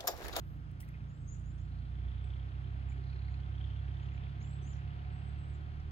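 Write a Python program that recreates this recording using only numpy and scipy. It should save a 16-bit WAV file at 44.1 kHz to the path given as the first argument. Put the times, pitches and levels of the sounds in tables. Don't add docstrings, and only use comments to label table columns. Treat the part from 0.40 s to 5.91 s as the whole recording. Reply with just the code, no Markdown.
import sys
import numpy as np
from scipy import signal
from scipy.fft import rfft, irfft
from scipy.io import wavfile
from scipy.ndimage import uniform_filter1d

SR = 44100
rng = np.random.default_rng(int(sys.argv[2]) if len(sys.argv) > 2 else 0)


def file_out(sig):
    cols = np.atleast_2d(sig).T
    lim = np.clip(cols, -1, 1)
    pcm = np.round(lim * 32767).astype(np.int16)
    wavfile.write(sys.argv[1], SR, pcm)


N = 242991

# time_s, firings_per_s
ENGINE_SPEED = [(0.0, 30.31), (0.3, 29.58), (0.6, 30.06), (0.85, 28.98), (1.05, 29.73), (1.3, 29.39),
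                (1.55, 30.49), (1.8, 31.71), (2.05, 32.53), (2.4, 32.7), (2.8, 33.24), (3.2, 33.15),
                (3.6, 33.82), (4.0, 33.97), (4.4, 34.87), (4.75, 35.13), (5.1, 36.21), (5.51, 37.73)]


def engine_firings():
    firings_per_s, = in_time(ENGINE_SPEED)
    turns = np.cumsum(firings_per_s) / SR
    hardest_s = max(KNOCKS, key=lambda row: row[1])[0]
    return turns - turns[round(hardest_s * SR)], firings_per_s


# time_s, level_db (at multiple 2), slope_db_per_octave
DRONE_LEVEL = [(0, -52, 2), (.4, -51.5, 0), (.75, -53, 2.5), (.93, -48, -1), (1.4, -44, -4),
               (1.67, -41, -8), (2.0, -42.5, -5.5), (2.13, -44, -3), (2.35, -42.5, -4), (2.7, -42.5, -4),
               (3.4, -42, -6), (4.0, -46, 0.5), (4.4, -45.5, -2), (5.0, -45.5, -2.5), (5.51, -46.5, -6)]
# pitch_hz, gain_db
EXHAUST_GAIN = [(29, -31.5), (33, -31.5), (38, -10), (55, 1.5), (75, 2.5), (90, -1), (102, 0.5),
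                (112, -2.5), (125, -1.5), (138, 0.5), (154, -2.5), (164, -19.5), (172, -11.5), (182, -19),
                (200, -29.5), (225, -17)]
# multiple, level_db
WEAK_MULTIPLES = [(7, -78), (8, -76.5), (10, -74.5)]
PULSE_LEAD_TURNS = .056
HUNTING_TURNS = .006
PULSE_SPREAD_RAD = .55


def drone(turns, firings_per_s):
    level_db, slope_db = in_time(DRONE_LEVEL)
    multiples = [(k, level_db + slope_db * np.log2(k / 2) + at_hz(EXHAUST_GAIN, k * firings_per_s))
                 for k in range(1, 7)]
    turns = turns + PULSE_LEAD_TURNS + HUNTING_TURNS * drift(12.0)
    out = np.zeros(N)
    for k, multiple_db in multiples + WEAK_MULTIPLES:
        gain = np.sqrt(2) * from_db(multiple_db + .7 * drift(6.2))
        phase_rad = 2 * np.pi * k * turns - PULSE_SPREAD_RAD * k ** 2 + 0.054 * drift(7.0)
        out -= gain * np.cos(phase_rad)
    return out


# time_s, level_db
RUNNING_LEVEL = [(0, -68.5), (.55, -64.5), (.8, -67.5), (1.4, -65), (1.7, -62), (3.1, -60.5), (4.9, -60),
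                 (5.51, -62)]
# freq_hz, relative_db_per_hz
RUNNING_COLOUR = [(240, -36.5), (400, -10), (502, -8), (729, 3), (1110, -1.5), (1340, 0), (2040, -4),
                  (3180, -9.5), (5010, -22.5), (5610, -33.5), (6000, -42.5), (7800, -60.5), (13200, -120)]


def rush(turns, rush_db):
    throb = 1 + 0.055 * np.cos(2 * np.pi * turns)
    return from_db(rush_db + .5 * drift(15)) * throb * coloured(RUNNING_COLOUR)


REST_DB = {"low": -21, "middle": -17, "high": -23, "top": -34}
# part, middle_s, length_s, peak_level_db
RATTLE_SPELLS = [("low", 2.4, 0.83, -76.5), ("low", 4.4, 0.093, -69), ("low", 3.79, 0.23, -66.5),
                 ("low", 4.7, 1.0, -73.5), ("middle", 1.81, 1, -73), ("middle", 3.26, 0.38, -67.5),
                 ("middle", 3.74, 1, -72), ("high", 1.4, 0.24, -77.5), ("high", 2.805, 0.47, -72.5),
                 ("top", 1.9, .1, -87), ("top", 2.7, .2, -84.5), ("top", 3.5, 0.91, -88)]


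def rattle_db(part, rush_db):
    power = from_db(rush_db + REST_DB[part]) ** 2
    for name, middle_s, length_s, peak_db in RATTLE_SPELLS:
        if name == part:
            power = power + (from_db(peak_db) * hump(middle_s, length_s)) ** 2
    return 10 * np.log10(power)


def shaken(turns, modes, level_db):
    firing = np.floor(turns).astype(int) - int(np.floor(turns[0]))
    chance = np.minimum(rng.standard_normal(400), 1)[firing]
    strength = from_db(2.5 * (-1) ** firing + 3.7 * chance)
    shake = .28 + 0.61 * strength * np.exp(-(turns % 1) / .18)
    buzz = np.zeros(N)
    for pitch_hz, width_hz in modes:
        ring = resonate(shake * rng.standard_normal(N), pitch_hz, width_hz)
        buzz += rms_one(ring) * from_db(3.3 * drift(8))
    return from_db(level_db) * rms_one(buzz)


# pitch_hz, width_hz
PIPE_MODES = [(734.6, 39), (376.4, 84)]
# pitch_hz, width_hz
LOW_MODES = [(2200, 550), (2650, 500)]
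MIDDLE_MODES = [(3150, 330), (3450, 420)]
HIGH_MODES = [(4050, 400), (4350, 440)]
TOP_MODES = [(5100, 260), (5900, 290)]
PIPE_REL_DB, PIPE_FOLLOWS = -7.5, 2.3


def pipe_and_rattles(turns, rush_db):
    mean_db = rush_db.mean()
    out = shaken(turns, PIPE_MODES, mean_db + PIPE_REL_DB + PIPE_FOLLOWS * (rush_db - mean_db))
    for part, modes in [("low", LOW_MODES), ("middle", MIDDLE_MODES), ("high", HIGH_MODES), ("top", TOP_MODES)]:
        out = out + shaken(turns, modes, rattle_db(part, rush_db))
    return out


# start_s, peak_db, pitch_hz
KNOCKS = [(1.553, -62, 3140), (1.6188, -60, 3100), (1.6837, -59, 3130), (1.7455, -63, 3240),
          (1.8408, -59, 2520), (1.8733, -60, 2540), (1.9037, -62, 3450), (1.9356, -57, 3240),
          (1.9965, -56, 3250), (2.1511, -59, 2740), (2.2434, -59, 3110), (2.4255, -62, 2610),
          (2.4864, -59, 2500), (2.5198, -53.5, 2290), (2.7303, -57, 2470), (2.7907, -58, 4220),
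          (2.8171, -56.5, 2500), (2.8835, -51, 2100), (2.9408, -55.5, 2540), (2.9997, -61, 2980),
          (3.0321, -58, 3380), (3.1504, -59, 3170), (3.1803, -58, 3380), (3.2107, -50.5, 3170),
          (3.2711, -59, 3190), (3.301, -60.5, 3110), (3.3609, -58, 2860), (3.3908, -57, 3260),
          (3.4801, -61, 2620), (3.5689, -55, 3170), (3.5973, -57, 2700), (3.6283, -58, 3400),
          (3.6567, -61, 3380), (3.6866, -55, 2710), (3.7176, -57, 2370), (3.7465, -60, 2650),
          (3.7764, -55, 2380), (3.8358, -59, 2760), (3.8652, -56, 2420), (4.0124, -55.5, 2160),
          (4.0448, -56, 2910), (4.2743, -60, 2790), (4.4758, -60, 2940), (4.5058, -57.5, 2900),
          (4.5921, -61, 2930), (4.647, -57, 2290), (2.945, -71, 5900), (3.003, -70, 5900),
          (4.026, -66, 5900), (4.027, -60, 5150), (5.401, -66, 5200), (4.133, -58.5, 4150),
          (5.4, -68, 6160)]
TICK_WIDTH, TICK_PARTNER = .065, 1.1


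def hard_ticks():
    out, knock = np.zeros(N + SR), signal.unit_impulse(600)
    chance = rng.standard_normal((len(KNOCKS), 2))
    for (start_s, peak_db, pitch_hz), (share, side) in zip(KNOCKS, chance):
        width_hz = TICK_WIDTH * pitch_hz
        partner_hz = pitch_hz * TICK_PARTNER ** np.sign(side)
        ring = resonate(knock, pitch_hz, width_hz)
        ring = ring + from_db(-5 + 2 * share) * resonate(knock, partner_hz, width_hz)
        first = round(start_s * SR)
        out[first:first + len(ring)] += from_db(peak_db) * ring / np.abs(ring).max()
    return out[:N]


ATTACK_S, RELEASE_S = 0.0054, 0.0023


def note(start_s, pitch_hz, level_db, quaver_hz):
    out, first, t = np.zeros(N), round(start_s * SR), np.arange(len(pitch_hz)) / SR
    edge = np.clip(np.minimum(t / ATTACK_S, (t[-1] - t) / RELEASE_S), 0, 1)
    unsteady_hz = pitch_hz + quaver_hz[first:first + len(t)]
    tone = np.sin(2 * np.pi * np.cumsum(unsteady_hz) / SR)
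    out[first:first + len(t)] = edge * from_db(level_db) * tone
    return out


# start_s, length_s, from_hz, to_hz, level_db
BIRD_GLIDES = [(0.677, 0.08, 6450, 7330, -83.5), (.75, 0.085, 7400, 7950, -83.5),
               (.84, .03, 7880, 7800, -84.5), (0.805, 0.12, 6520, 7130, -88),
               (0.888, 0.029, 7200, 7400, -77), (0.948, 0.054, 7580, 7700, -81),
               (0.996, 0.028, 7950, 8500, -85), (1.037, 0.083, 6400, 7250, -78.5),
               (1.177, 0.013, 7300, 5200, -74), (1.185, 0.036, 6500, 6970, -80.5),
               (1.196, 0.071, 7250, 7330, -88), (1.836, 0.02, 8450, 7700, -77.5),
               (2.487, 0.025, 7500, 6750, -73), (2.502, 0.031, 6720, 7450, -79),
               (2.475, .03, 8200, 7950, -85), (2.892, 0.021, 6700, 6550, -87),
               (2.905, .03, 7200, 6950, -85.5), (3.575, 0.031, 7000, 7800, -89),
               (3.621, 0.028, 6800, 6800, -78.5), (4.21, 0.038, 7850, 7860, -80.5),
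               (4.265, 0.04, 7950, 7900, -81), (4.718, 0.09, 7880, 7940, -81.5),
               (4.972, 0.076, 8050, 7750, -81.5), (5.136, 0.025, 6500, 7500, -78)]
# start_s, before_turn_s, after_turn_s, from_hz, turn_hz, end_hz, start_level_db, turn_level_db
BIRD_HOOKS = [(1.115, 0.049, .03, 7700, 8100, 7600, -86, -83),
              (3.716, 0.028, .03, 6300, 7170, 5800, -91, -82),
              (4.765, .105, 0.046, 7880, 8030, 7600, -93, -79.5),
              (5.035, 0.026, 0.078, 7850, 8040, 7830, -90, -79.5)]
# time_s, pitch_hz
LOUD_CALL_PITCH = [
    [(.864, 6200), (.878, 6480), (.9, 6700), (.915, 7060), (.926, 7080), (.94, 6700), (.947, 6100),
     (.953, 4500)],
    [(3.998, 6300), (4.012, 6600), (4.028, 6750), (4.045, 7150), (4.1, 7560), (4.147, 7890), (4.153, 7500),
     (4.159, 6600)],
    [(4.217, 5950), (4.232, 6250), (4.258, 6480), (4.278, 6990), (4.312, 7170), (4.328, 6880),
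     (4.335, 6000), (4.343, 4800)],
]
# time_s, level_db
LOUD_CALL_LEVEL = [
    [(.864, -81), (.885, -60.5), (.905, -66), (.925, -60.5), (.943, -61), (.953, -84)],
    [(3.998, -80), (4.03, -69), (4.08, -73.5), (4.145, -70), (4.153, -82), (4.159, -89)],
    [(4.217, -82), (4.235, -71), (4.255, -73), (4.275, -68.5), (4.335, -65), (4.343, -74)],
]
GLIDE_EASE, BREAK_POWER = 1.6, 3.6
BREAK_FADE_DB = -6
QUAVER_HZ, BIRD_PAN_DB = 30, 9.5
ECHO_DB, ECHO_RISE_S, ECHO_T60_S = -32, .012, .26


def birds():
    song, quaver_hz = np.zeros(N), QUAVER_HZ * drift(55)
    for start_s, length_s, from_hz, to_hz, level_db in BIRD_GLIDES:
        left = np.linspace(1, 0, round(length_s * SR))
        song += note(start_s, to_hz + (from_hz - to_hz) * left ** GLIDE_EASE, level_db, quaver_hz)
    for start_s, before_s, after_s, from_hz, turn_hz, end_hz, start_db, turn_db in BIRD_HOOKS:
        bend = np.cos(np.linspace(0, np.pi / 2, round(before_s * SR))) ** 2
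        away = np.linspace(0, 1, round(after_s * SR)) ** BREAK_POWER
        pitch_hz = turn_hz + np.r_[(from_hz - turn_hz) * bend, (end_hz - turn_hz) * away]
        level_db = turn_db + np.r_[(start_db - turn_db) * bend, BREAK_FADE_DB * away]
        song += note(start_s, pitch_hz, level_db, quaver_hz)
    for pitch, level in zip(LOUD_CALL_PITCH, LOUD_CALL_LEVEL):
        t = np.arange(pitch[0][0], pitch[-1][0], 1 / SR)
        pitch_hz = uniform_filter1d(np.interp(t, *np.transpose(pitch)), size=200, mode="nearest")
        song += note(t[0], pitch_hz, np.interp(t, *np.transpose(level)), quaver_hz / 2)
    flutter = from_db(2.4 * drift(79))
    panned = song * flutter * from_db([[BIRD_PAN_DB / 2], [-BIRD_PAN_DB / 2]])
    age_s = np.arange(SR // 2) / SR
    decay = from_db(-60 * age_s / ECHO_T60_S) * np.minimum(age_s / ECHO_RISE_S, 1)
    tail = rng.standard_normal((2, SR // 2)) * decay
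    echo = signal.fftconvolve(panned, tail, axes=1)[:, :N]
    return left_first(panned) + from_db(ECHO_DB + 2.4 * drift(150)) * echo


# start_s, level_db
TRILL_NOTES = [(0.42, -57), (0.4795, -59.5), (0.5392, -60.5), (0.6018, -62)]
TRILL_ROUGH, TRILL_TAIL_DB = .9, -4


def trill():
    out, t = np.zeros(N), np.arange(round(0.03 * SR)) / SR
    high = 0.57 * np.sin(2 * np.pi * 2500 * t) * np.exp(-((t - .004) / 0.0033) ** 2)
    low_hz = 1700 + 30000 * t
    low = np.sin(2 * np.pi * np.cumsum(low_hz) / SR) * np.exp(-((t - .011) / 0.0046) ** 2)
    for start_s, level_db in TRILL_NOTES:
        first = round(start_s * SR)
        out[first:first + len(t)] += from_db(level_db) * (high + low)
    out = out * (1 + TRILL_ROUGH * drift(170))
    blur = rng.standard_normal(4000) * from_db(-60 * np.arange(4000) / SR / .09)
    return out + from_db(TRILL_TAIL_DB) * signal.fftconvolve(out, blur / np.linalg.norm(blur))[:N]


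# start_s, envelope_peak_db, rise_s
LEAF_CRUNCHES = [(.3125, -57, 0.0009), (0.401, -48, 0.0022), (0.404, -43, 0.002), (0.413, -51, 0.0018),
                 (.421, -51, 0.0019), (.433, -58, 0.0023), (0.447, -54, 0.001), (.478, -62, .003),
                 (0.4883, -48, 0.00077)]
# freq_hz, relative_db_per_hz
LEAF_COLOUR = [(500, -26), (1200, -10), (2400, -4), (3300, -2), (4400, -23), (5250, 4), (5800, -4),
               (6500, -13), (7500, -4), (8600, 14), (10000, 0), (11500, -6.5), (14000, 1), (15700, -2)]
# freq_hz, relative_db_per_hz
LEAF_SCATTER = [(500, -24), (2400, -7), (6500, -9), (10000, -2), (11800, -14), (12600, -50)]
SCATTER_DB = -10
SETTLE_DB, SETTLE_T60_S = -39, 0.25
SWISH_MIDDLE_S, SWISH_LENGTH_S, SWISH_DB = .09, .2, -83.5


def leaves():
    t = np.arange(N) / SR
    rustle = from_db(SWISH_DB) * hump(SWISH_MIDDLE_S, SWISH_LENGTH_S)
    for start_s, peak_db, rise_s in LEAF_CRUNCHES:
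        settle_db = peak_db + SETTLE_DB - 60 * np.maximum(t - start_s, 0) / SETTLE_T60_S
        rustle = rustle + (t > start_s) * from_db(settle_db)
    thin = coloured([(8000, -41.5), (11000, -10), (13500, -4.5), (15500, -17)])
    crackle = bursts(LEAF_CRUNCHES)
    crunch = crackle * ragged(coloured(LEAF_COLOUR)) * 0.52
    sound = crunch + rustle * from_db(0.6 * drift(44)) * thin
    scatter = np.array([coloured(LEAF_SCATTER) for port in range(2)])
    return left_first([sound, sound]) + from_db(SCATTER_DB) * crackle * scatter * 0.31


def bursts(rows):
    t, out = np.arange(N) / SR, np.zeros(N)
    for start_s, peak_db, rise_s in rows:
        age = np.maximum(t - start_s, 0) / max(rise_s, .0003)
        out += from_db(peak_db) * age * np.exp(1 - age)
    return out


CRACKLE_DB = 3.5


def ragged(x):
    edges_hz = [300, 2000, 4000, 6000, 8000, 11000, 13500, 17000]
    out = np.zeros(N)
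    for band_hz in zip(edges_hz, edges_hz[1:]):
        band_pass = signal.butter(2, band_hz, "band", fs=SR, output="sos")
        out += from_db(CRACKLE_DB * drift(150)) * signal.sosfilt(band_pass, x)
    return out


# freq_hz, relative_db_per_hz
WIND_COLOUR = [(15, -26.5), (35, -5.5), (60, 6.5), (90, -2), (150, -13.5), (400, -100)]
WIND_DB = -59


def wind():
    gusts_db = 1.5 * drift(2)
    lumps_db = [1.5 * drift(5) for port in range(2)]
    return np.array([from_db(WIND_DB + gusts_db + own_db) * coloured(WIND_COLOUR) for own_db in lumps_db])


# freq_hz, relative_db_per_hz
RUMBLE_COLOUR = [(12, -19), (25, -2.5), (50, 6), (85, 10), (150, 2.5), (200, -1), (330, -8), (450, -24),
                 (700, -52.5), (3000, -110)]
FAR_COLOUR = [(250, -26.5), (420, -1), (620, -1.5), (900, -9), (1300, -1), (1700, -9), (2500, -39),
              (5000, -100)]
AIR_COLOUR = [(2650, -27.5), (4500, -10.5), (5050, 0), (5610, -10.5), (6100, -6), (6840, -11), (7550, -14),
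              (8260, -6.5), (10100, -17), (12200, -18), (14000, -34.5), (15700, -28.5)]
RUMBLE_DB, FAR_DB, AIR_DB = -51, -67.5, -84


def rumble():
    return from_db(RUMBLE_DB) * coloured(RUMBLE_COLOUR)


def far_murmur():
    return from_db(FAR_DB) * coloured(FAR_COLOUR)


def air_hiss():
    return from_db(AIR_DB) * coloured(AIR_COLOUR)


# freq_hz, shared_power_share
PORT_LIKENESS = [(150, 1), (300, .8), (600, .45), (1200, .75), (2300, .5), (3300, .38), (5000, .6),
                 (9000, .7), (13000, .8)]
# freq_hz, left_minus_right_db
PORT_TILT = [(60, -4.5), (130, -4.5), (290, -1), (640, 2.0), (1410, 0.5), (3100, 0), (6820, 5), (15000, -2)]


def ports(direct, scattered):
    hz = np.arange(N // 2 + 1) * SR / N
    alike = np.clip(at_hz(PORT_LIKENESS, hz), 0, 1)
    shared = np.sqrt(alike) * rfft(direct)
    pair = [irfft(shared + np.sqrt(1 - alike) * rfft(own), N) for own in scattered]
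    return left_first(pair, at_hz(PORT_TILT, hz))


# freq_hz, left_lead_rad
PORT_LEAD = [(0, 0), (950, 2.9), (1380, 3.0), (4130, 7.6), (5770, 9.6), (6980, 13.6), (7580, 10.4),
             (10200, 9.0), (11600, 7.4), (12100, 6.3), (15400, 6.2)]


def left_first(pair, tilt_db=0):
    hz = np.arange(N // 2 + 1) * SR / N
    half = from_db(tilt_db / 2) * np.exp(.5j * np.interp(hz, *np.transpose(PORT_LEAD)))
    return np.array([irfft(rfft(pair[0]) * half, N), irfft(rfft(pair[1]) / half, N)])


def from_db(db):
    return 10 ** (np.asarray(db) / 20)


def rms_one(x):
    return x / np.sqrt(np.mean(x ** 2) + 1e-20)


def in_time(rows):
    time_s, *columns = np.transpose(rows)
    return [np.interp(np.arange(N) / SR, time_s, column) for column in columns]


def at_hz(points, hz):
    points_hz, values = np.transpose(points)
    return np.interp(np.log(hz + 1), np.log(points_hz + 1), values)


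def drift(rate_hz):
    r = np.exp(-80 * np.pi * rate_hz / SR)
    slow = signal.lfilter([1], [1, -2 * r, r * r], rng.standard_normal(N // 40 + 2002))[2000:]
    return np.interp(np.arange(N) / 40, np.arange(len(slow)), rms_one(slow))


def coloured(spectrum):
    hz = np.arange(N // 2 + 1) * SR / N
    return rms_one(irfft(rfft(rng.standard_normal(N)) * from_db(at_hz(spectrum, hz)), N))


def resonate(x, hz, width_hz):
    r = np.exp(-np.pi * width_hz / SR)
    a = [1, -2 * r * np.cos(2 * np.pi * hz / SR), r * r]
    once = signal.lfilter([(1 - r * r) / 2, 0, (r * r - 1) / 2], a, x)
    return signal.lfilter([1 - r], a, once)


def hump(middle_s, length_s):
    return np.exp(-(2 * (np.arange(N) / SR - middle_s) / length_s) ** 2)


def scene():
    turns, firings_per_s = engine_firings()
    rush_db, = in_time(RUNNING_LEVEL)
    direct, *scattered = [rush(turns, rush_db) + pipe_and_rattles(turns, rush_db)
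                          + far_murmur() + rumble() + air_hiss() for path in range(3)]
    far = ports(direct + drone(turns, firings_per_s) + trill(), scattered)
    ticks = hard_ticks()
    return far + left_first([ticks, ticks]) + birds() + leaves() + wind()


CUTOFF_HZ = 15850


def record(dry):
    low_pass = signal.ellip(12, .5, 70, CUTOFF_HZ, fs=SR, output="sos")
    return signal.sosfilt(low_pass, dry)


dry = scene()
out = record(dry)
file_out(out)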